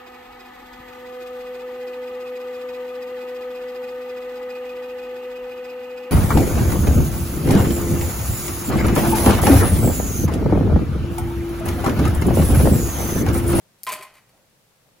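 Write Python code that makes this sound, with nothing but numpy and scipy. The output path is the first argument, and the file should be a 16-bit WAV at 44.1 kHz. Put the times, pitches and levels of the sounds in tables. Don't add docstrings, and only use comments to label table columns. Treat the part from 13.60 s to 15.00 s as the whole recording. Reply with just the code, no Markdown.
import sys
import numpy as np
from scipy import signal
from scipy.fft import rfft, irfft
from scipy.io import wavfile
from scipy.ndimage import uniform_filter1d

SR = 44100
rng = np.random.default_rng(int(sys.argv[2]) if len(sys.argv) > 2 else 0)


def pcm_store(signal):
    levels = np.round(np.clip(np.atleast_2d(signal), -1, 1) * 32767)
    wavfile.write(sys.argv[1], SR, levels.astype(np.int16).T)


def attenuation_scalar(level_db):
    decades = np.asarray(level_db, float) / 20
    return 10 ** decades


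N = 61740


def evened(x):
    return x / np.sqrt(np.mean(x ** 2) + 1e-20)


def read(points, hz):
    f, value = np.transpose(points)
    return np.interp(np.log(hz + 1), np.log(f + 1), value)


def add(mix, start_s, sound):
    part = mix[..., round(start_s * SR):][..., :sound.shape[-1]]
    part += sound[..., :part.shape[-1]]


def colour(x, tone):
    level_db = np.maximum(read(tone, abs(np.fft.fftfreq(4096, 1 / SR))), -80)
    log_gain = np.log(attenuation_scalar(level_db))
    response = np.fft.ifft(np.exp(np.conj(signal.hilbert(log_gain)))).real[:2048]
    return signal.fftconvolve(x, response / np.linalg.norm(response))[:len(x)]


def ports(x, lead, pan_db):
    turn = np.exp(1j * np.pi * lead * np.fft.rfftfreq(len(x)))
    left = irfft(rfft(x) * turn, len(x)) * attenuation_scalar(pan_db / 2)
    right = irfft(rfft(x) / turn, len(x)) / attenuation_scalar(pan_db / 2)
    return np.array([left, right])


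def pair(z, same):
    same = np.clip(same, 0, 1)
    shared, opposed = np.sqrt((1 + same) / 2), np.sqrt((1 - same) / 2)
    return np.array([shared * z[0] + opposed * z[1], shared * z[0] - opposed * z[1]])


def ring(modes, spread_db, spot_hz):
    spot_db, spot_width, detune = 7, 0.067, 0.006
    t = np.arange(4096) / SR
    out = np.zeros(4096)
    for pitch_hz, level_db, t60_s in modes:
        luck, shift = rng.standard_normal(2)
        favour_db = spot_db * np.exp(-(np.log(pitch_hz / spot_hz) / spot_width) ** 2)
        fade = attenuation_scalar(level_db + spread_db * luck + favour_db - 60 * t / t60_s)
        out += fade * np.sin(2 * np.pi * pitch_hz * (1 + detune * shift) * t)
    return out


def burst(decay_s, tone):
    t = np.arange(4096) / SR
    return colour(rng.standard_normal(4096) * np.exp(-t / max(decay_s, 1e-4)), tone)


# pitch_hz [Hz], level_db [dB]
AIR_TONE = [(20, -19), (55, -8), (90, -21), (125, -3.5), (250, -10), (520, -8.5), (1020, -13.5),
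            (14600, -22.5)]
# pitch_hz [Hz], likeness [0 to 1]
AIR_LIKENESS = [(60, 0.98), (180, 0.76), (550, 0.42), (1650, 0.09), (4970, 0.0086), (15000, 0.048)]
# pitch_hz [Hz], left_minus_right_db [dB]
AIR_BALANCE = [(60, 2), (380, 0.5), (2380, 0), (15000, 2)]
# pitch_hz [Hz], level_db [dB], width_hz [Hz]
HUM_LINES = [(118.3, -76.5, 6.7), (184, -81.5, 27), (52, -85, 5.6), (524, -85, 24)]


def air():
    air_db, patch_db, hiss_edge_hz = -61, 1.24, 15600
    frames, hz = N // 512 + 5, np.fft.rfftfreq(2048, 1 / SR)
    a, b, c, d, patches = rng.standard_normal((frames, 1025, 5)).T
    patches = uniform_filter1d(patches, 20, 0)
    patches = evened(uniform_filter1d(patches, 6, 1))
    z = pair([a + 1j * b, c + 1j * d], read(AIR_LIKENESS, hz)[:, None])

    def sounded(spectrum):
        return evened(signal.istft(spectrum, nperseg=2048, noverlap=1536)[1][:, :N])

    side_db = read(AIR_BALANCE, hz)[:, None] / 2 * np.array([1, -1])[:, None, None]
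    patchy_db = patch_db * patches * (hz < 1500)[:, None]
    wash = z * attenuation_scalar(read(AIR_TONE, hz)[:, None] + side_db + patchy_db)
    wash = wash / np.sqrt(1 + (hz[:, None] / hiss_edge_hz) ** 70)
    out = attenuation_scalar(air_db) * sounded(wash)
    for pitch_hz, level_db, width_hz in HUM_LINES:
        line = z / (1 + ((hz[:, None] - pitch_hz) / width_hz) ** 4)
        out = out + attenuation_scalar(level_db) * sounded(line)
    return out


# start_s [s], rise_s [s], level_db [dB]
SLEEVE_MOVES = [
    (.72, 0.038, -62),
    (1.235, .03, -67.5),
]
# pitch_hz [Hz], level_db [dB]
CLOTH_TONE = [(120, -13), (170, 5), (350, -8), (600, 5), (1300, -6.5), (2500, -25)]


def rustle():
    out = np.zeros(N)
    for start_s, rise_s, level_db in SLEEVE_MOVES:
        u = np.arange(12000) / SR / rise_s
        cloth = colour(rng.standard_normal(12000), CLOTH_TONE)
        add(out, start_s, attenuation_scalar(level_db) * u * np.exp(1 - u) * cloth)
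    return out


# pitch_hz [Hz], t60_s [s to fall 60 dB]
ROOM_FADE = [(150, 1), (600, 0.64), (2000, 0.46), (6000, 0.36), (15000, 0.22)]
# pitch_hz [Hz], likeness [0 to 1]
ROOM_LIKENESS = [(60, 0.99), (180, 1), (550, 0.92), (1650, 1), (4970, 0.32), (15000, 0.61)]


def room(x):
    hits = np.zeros((2, SR // 2))
    slots = np.arange(180, SR // 2 - 20, 20)
    at = slots + rng.integers(0, 20, (2, len(slots)))
    np.put_along_axis(hits, at, rng.choice([-1., 1.], at.shape), 1)
    hz, t, z = signal.stft(hits, SR, nperseg=256)
    z = pair(z, read(ROOM_LIKENESS, hz)[:, None])
    z = z * attenuation_scalar(-60 * t / read(ROOM_FADE, hz)[:, None])
    tail = signal.istft(z, SR, nperseg=256)[1]
    return signal.fftconvolve(x[None], tail / np.linalg.norm(tail[0]), axes=1)[:, :N]


# time_s [s], pitch_hz [Hz], level_db [dB]
PAN_HIGH = [
    [(.266, 1040, -41), (.274, 1041, -30), (.286, 1028, -24), (.304, 1017, -28.5), (.3095, 1016, -40)],
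    [(.313, 1009, -33), (.319, 1006, -34), (.324, 1006, -41), (.338, 1031, -59), (.343, 1025, -48)],
    [(.354, 1016, -36), (.366, 1025, -45), (.372, 1027, -54), (.378, 1029, -44.5), (.42, 1020, -51.5)],
    [(.425, 1041, -42.5), (.436, 1038, -38), (.445, 1019, -57.5), (.452, 1028, -42), (.468, 1073, -51),
     (.48, 1091, -64)],
    [(.497, 1030, -69), (.503, 1025, -59), (.515, 1047, -64), (.53, 1029, -70), (.553, 1006, -76),
     (.561, 1004, -62), (.575, 1060, -64), (.62, 1079, -77)],
]
# time_s [s], pitch_hz [Hz], level_db [dB]
PAN_LOW = [
    [(0.29, 638.9, -65), (0.306, 638.6, -63), (0.328, 619.6, -36.5), (0.346, 621, -49),
     (0.374, 617.5, -42.5), (0.4, 618, -63)],
    [(0.4, 612, -59), (0.412, 631.5, -44), (0.424, 602, -57.5), (0.5, 629, -65), (0.552, 601, -67),
     (0.586, 619, -82), (0.6, 617.8, -73)],
]
# start_s [s], pitch_hz [Hz], level_db [dB]
SOFT_THUDS = [
    (.266, 205, -55),
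    (0.299, 454.7, -49),
    (0.32, 200.5, -52),
    (0.343, 286, -53.5),
    (0.387, 399, -50.5),
]


def swells():
    waver, thud_rise_s = 0.009, 0.015
    out, t = np.zeros(N), np.arange(N) / SR
    for spans in (PAN_HIGH, PAN_LOW):
        time_s, pitch_hz, level_db = np.transpose(sorted(map(tuple, np.vstack(spans))))
        drift = evened(uniform_filter1d(rng.standard_normal(N), 200))
        hz = np.interp(t, time_s, pitch_hz) * (1 + waver * drift)
        gate = np.clip((t - time_s[0]) / .002, 0, 1) * np.clip((time_s[-1] - t) / .02, 0, 1)
        level = np.sqrt(2) * gate * attenuation_scalar(np.interp(t, time_s, level_db))
        out += level * np.sin(2 * np.pi * np.cumsum(hz) / SR)
    t = t[:6000]
    u = t / thud_rise_s
    for start_s, pitch_hz, level_db in SOFT_THUDS:
        wobble = 25 * uniform_filter1d(rng.standard_normal(6000), 500)
        swell = attenuation_scalar(level_db) * np.sqrt(2) * (u * np.exp(1 - u)) ** 2
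        add(out, start_s, swell * np.sin(2 * np.pi * pitch_hz * t + wobble))
    return out


# start_s [s], glass_crack_db [dB], pan_clank_db [dB], contact_decay_s [s], favoured_pitch_hz [Hz]
TAPS = [(.2670, -32.5, -32.5, 0.0057, 1480), (0.2715, -33, -28.5, 0.0051, 2570),
        (0.2744, -41, -31, 0.0053, 3250), (.281, -38, -32, 0.0078, 2530), (.2898, -29.5, -31.5, .006, 2030),
        (0.2954, -32.5, -31.5, .005, 2100), (.302, -38.5, -30, 0.0052, 2360),
        (.310, -40.5, -35, 0.011, 2600), (.3199, -26, -33, 0.0022, 2520), (.3240, -24.5, -30, .0044, 2040),
        (.3294, -27, -30, .005, 2450), (.337, -29.5, -33.5, 0.0056, 2520), (.348, -36, -36.5, 0.0038, 2500),
        (.353, -41, -39, 0.0056, 3100), (.360, -44, -41.5, 0.0064, 1990), (.3797, -54, -40.5, 0.0022, 2050),
        (.388, -50, -43.5, .0085, 2050), (.410, -47, -41, 0.0065, 2500), (.4246, -38, -39, 0.0026, 2350),
        (.4280, -39, -40.5, 0.0096, 2350), (.436, -49, -45, .004, 3180), (.450, -52, -47, 0.007, 2280),
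        (.466, -65, -50, .008, 2050), (.479, -63, -53, 0.0087, 2050), (.500, -70, -56, 0.013, 2200),
        (.538, -56.5, -57, 0.022, 1980), (.553, -57, -53.5, .012, 2120), (.568, -58.5, -56.5, 0.013, 2460),
        (.580, -61, -56, 0.015, 2050), (.691, -60.5, -63, .012, 3300), (.186, -64.5, -86, 0.056, 2000)]
# pitch_hz [Hz], level_db [dB]
CRACK_TONE = [(2060, -20), (3700, -4.5), (4690, -1), (6040, -3), (8790, 4), (12300, 2), (14000, 3.5),
              (16100, -14), (16500, -37)]
# pitch_hz [Hz], level_db [dB]
CLANK_TONE = [(120, -52.5), (400, -15), (850, -5), (1500, -8), (2300, -1.5), (3200, -1.5), (4200, -8),
              (7000, -18.5), (12000, -67)]
# pitch_hz [Hz], level_db [dB], t60_s [s to fall 60 dB]
GLASS_MODES = [(4612, 7.5, .035), (4820, 0, .03), (4950, -5, .03), (7500, -5, .02), (8900, 3, .02),
               (11800, -1, 0.017)]
# pitch_hz [Hz], level_db [dB], t60_s [s to fall 60 dB]
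PAN_MODES = [(1280, -3.5, 0.047), (1390, -3.5, 0.033), (1616, -3, 0.02), (1836, -10, 0.023),
             (1963, -4.5, 0.047), (2059, -3, 0.043), (2200, -6, 0.029), (2350, -5, .035), (2440, -7, .03),
             (2520, -2.5, 0.048), (2650, -5.5, 0.034), (2870, -8, 0.025), (3064, -5, 0.028),
             (3300, -3, .025)]


def taps():
    glass_modes_db, pan_modes_db, clank_trim_db = -39, -38.5, -0.3
    knock_s, knock_db, knock_hz, knock_t60_s = .2669, -22, 1300, .014
    out, t = np.zeros(N), np.arange(2048) / SR
    knock_level = attenuation_scalar(knock_db - 60 * t / knock_t60_s) * np.minimum(t / .001, 1) ** 2
    add(out, knock_s, knock_level * np.sin(2 * np.pi * knock_hz * t))
    for start_s, crack_db, clank_db, decay_s, spot_hz in TAPS:
        crack, clank = burst(decay_s, CRACK_TONE), burst(decay_s, CLANK_TONE)
        glass_ring = signal.fftconvolve(crack, ring(GLASS_MODES, 2.0, spot_hz))[:4096]
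        pan_ring = signal.fftconvolve(clank, ring(PAN_MODES, 2.1, spot_hz))[:4096]
        add(out, start_s, attenuation_scalar(crack_db) * (crack + attenuation_scalar(glass_modes_db) * glass_ring))
        add(out, start_s, attenuation_scalar(clank_db + clank_trim_db) * (clank + attenuation_scalar(pan_modes_db) * pan_ring))
    return out


# start_s [s], level_db [dB], fizz_s [s], left_minus_right_db [dB], change_of_lows_db [dB]
SPARKS = [
    (.2338, -17.5, 0.00083, 10, 0.5),
    (0.235, -32, 0.0015, 3, -3),
    (.2384, -17.5, 0.0014, -11, -7.5),
    (0.239, -25, .003, -3, -6),
    (.2470, -36, .003, 1, -5),
    (0.2485, -28, .002, 0, -2),
    (0.251, -38, 0.0071, 1, -4),
    (0.256, -36, 0.0032, 1, -9),
]
# pitch_hz [Hz], level_db [dB]
SPARK_TONE = [(250, -18), (1500, -17), (3200, -16.5), (4600, -6), (7000, -3), (10000, -2), (13000, 1),
              (16300, -16)]


def sparks():
    snap_gain, fizz_gain, snap_s, pan_echo, lows_below_hz = 1.5, 0.3, 0.001, 0.75, 10500
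    out, tick = np.zeros((2, N)), np.zeros(4096)
    tick[32] = -1
    tick[51] = -pan_echo
    for start_s, level_db, fizz_s, pan_db, lows_db in SPARKS:
        tone = [(hz, db + lows_db * (hz < lows_below_hz)) for hz, db in SPARK_TONE]
        snap = snap_gain * colour(tick, tone) * min(snap_s / fizz_s, 1)
        fizz = fizz_gain * np.roll(burst(fizz_s, tone), 32)[:len(snap)]
        both = ports(snap, 0.34, pan_db) + ports(fizz, 0.64, -pan_db / 4)
        add(out, start_s - 32 / SR, attenuation_scalar(level_db) * both)
    return out


def scene():
    snaps, hits, rings = sparks(), taps(), swells()
    wet = room(attenuation_scalar(-10) * snaps.mean(0) + attenuation_scalar(-8.5) * hits + attenuation_scalar(-19) * rings)
    near = ports(hits + rings + rustle(), lead=0.75, pan_db=0.46)
    return snaps + near + wet + air()


def roll_off(x):
    return signal.sosfilt(signal.butter(12, 16810, fs=SR, output="sos"), x)


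def record(dry):
    edge = signal.firwin(255, 16600, window=("kaiser", 8), fs=SR)
    mix = signal.oaconvolve(dry, edge[None], "same")
    return roll_off(mix)


dry = scene()
out = record(dry)
pcm_store(out)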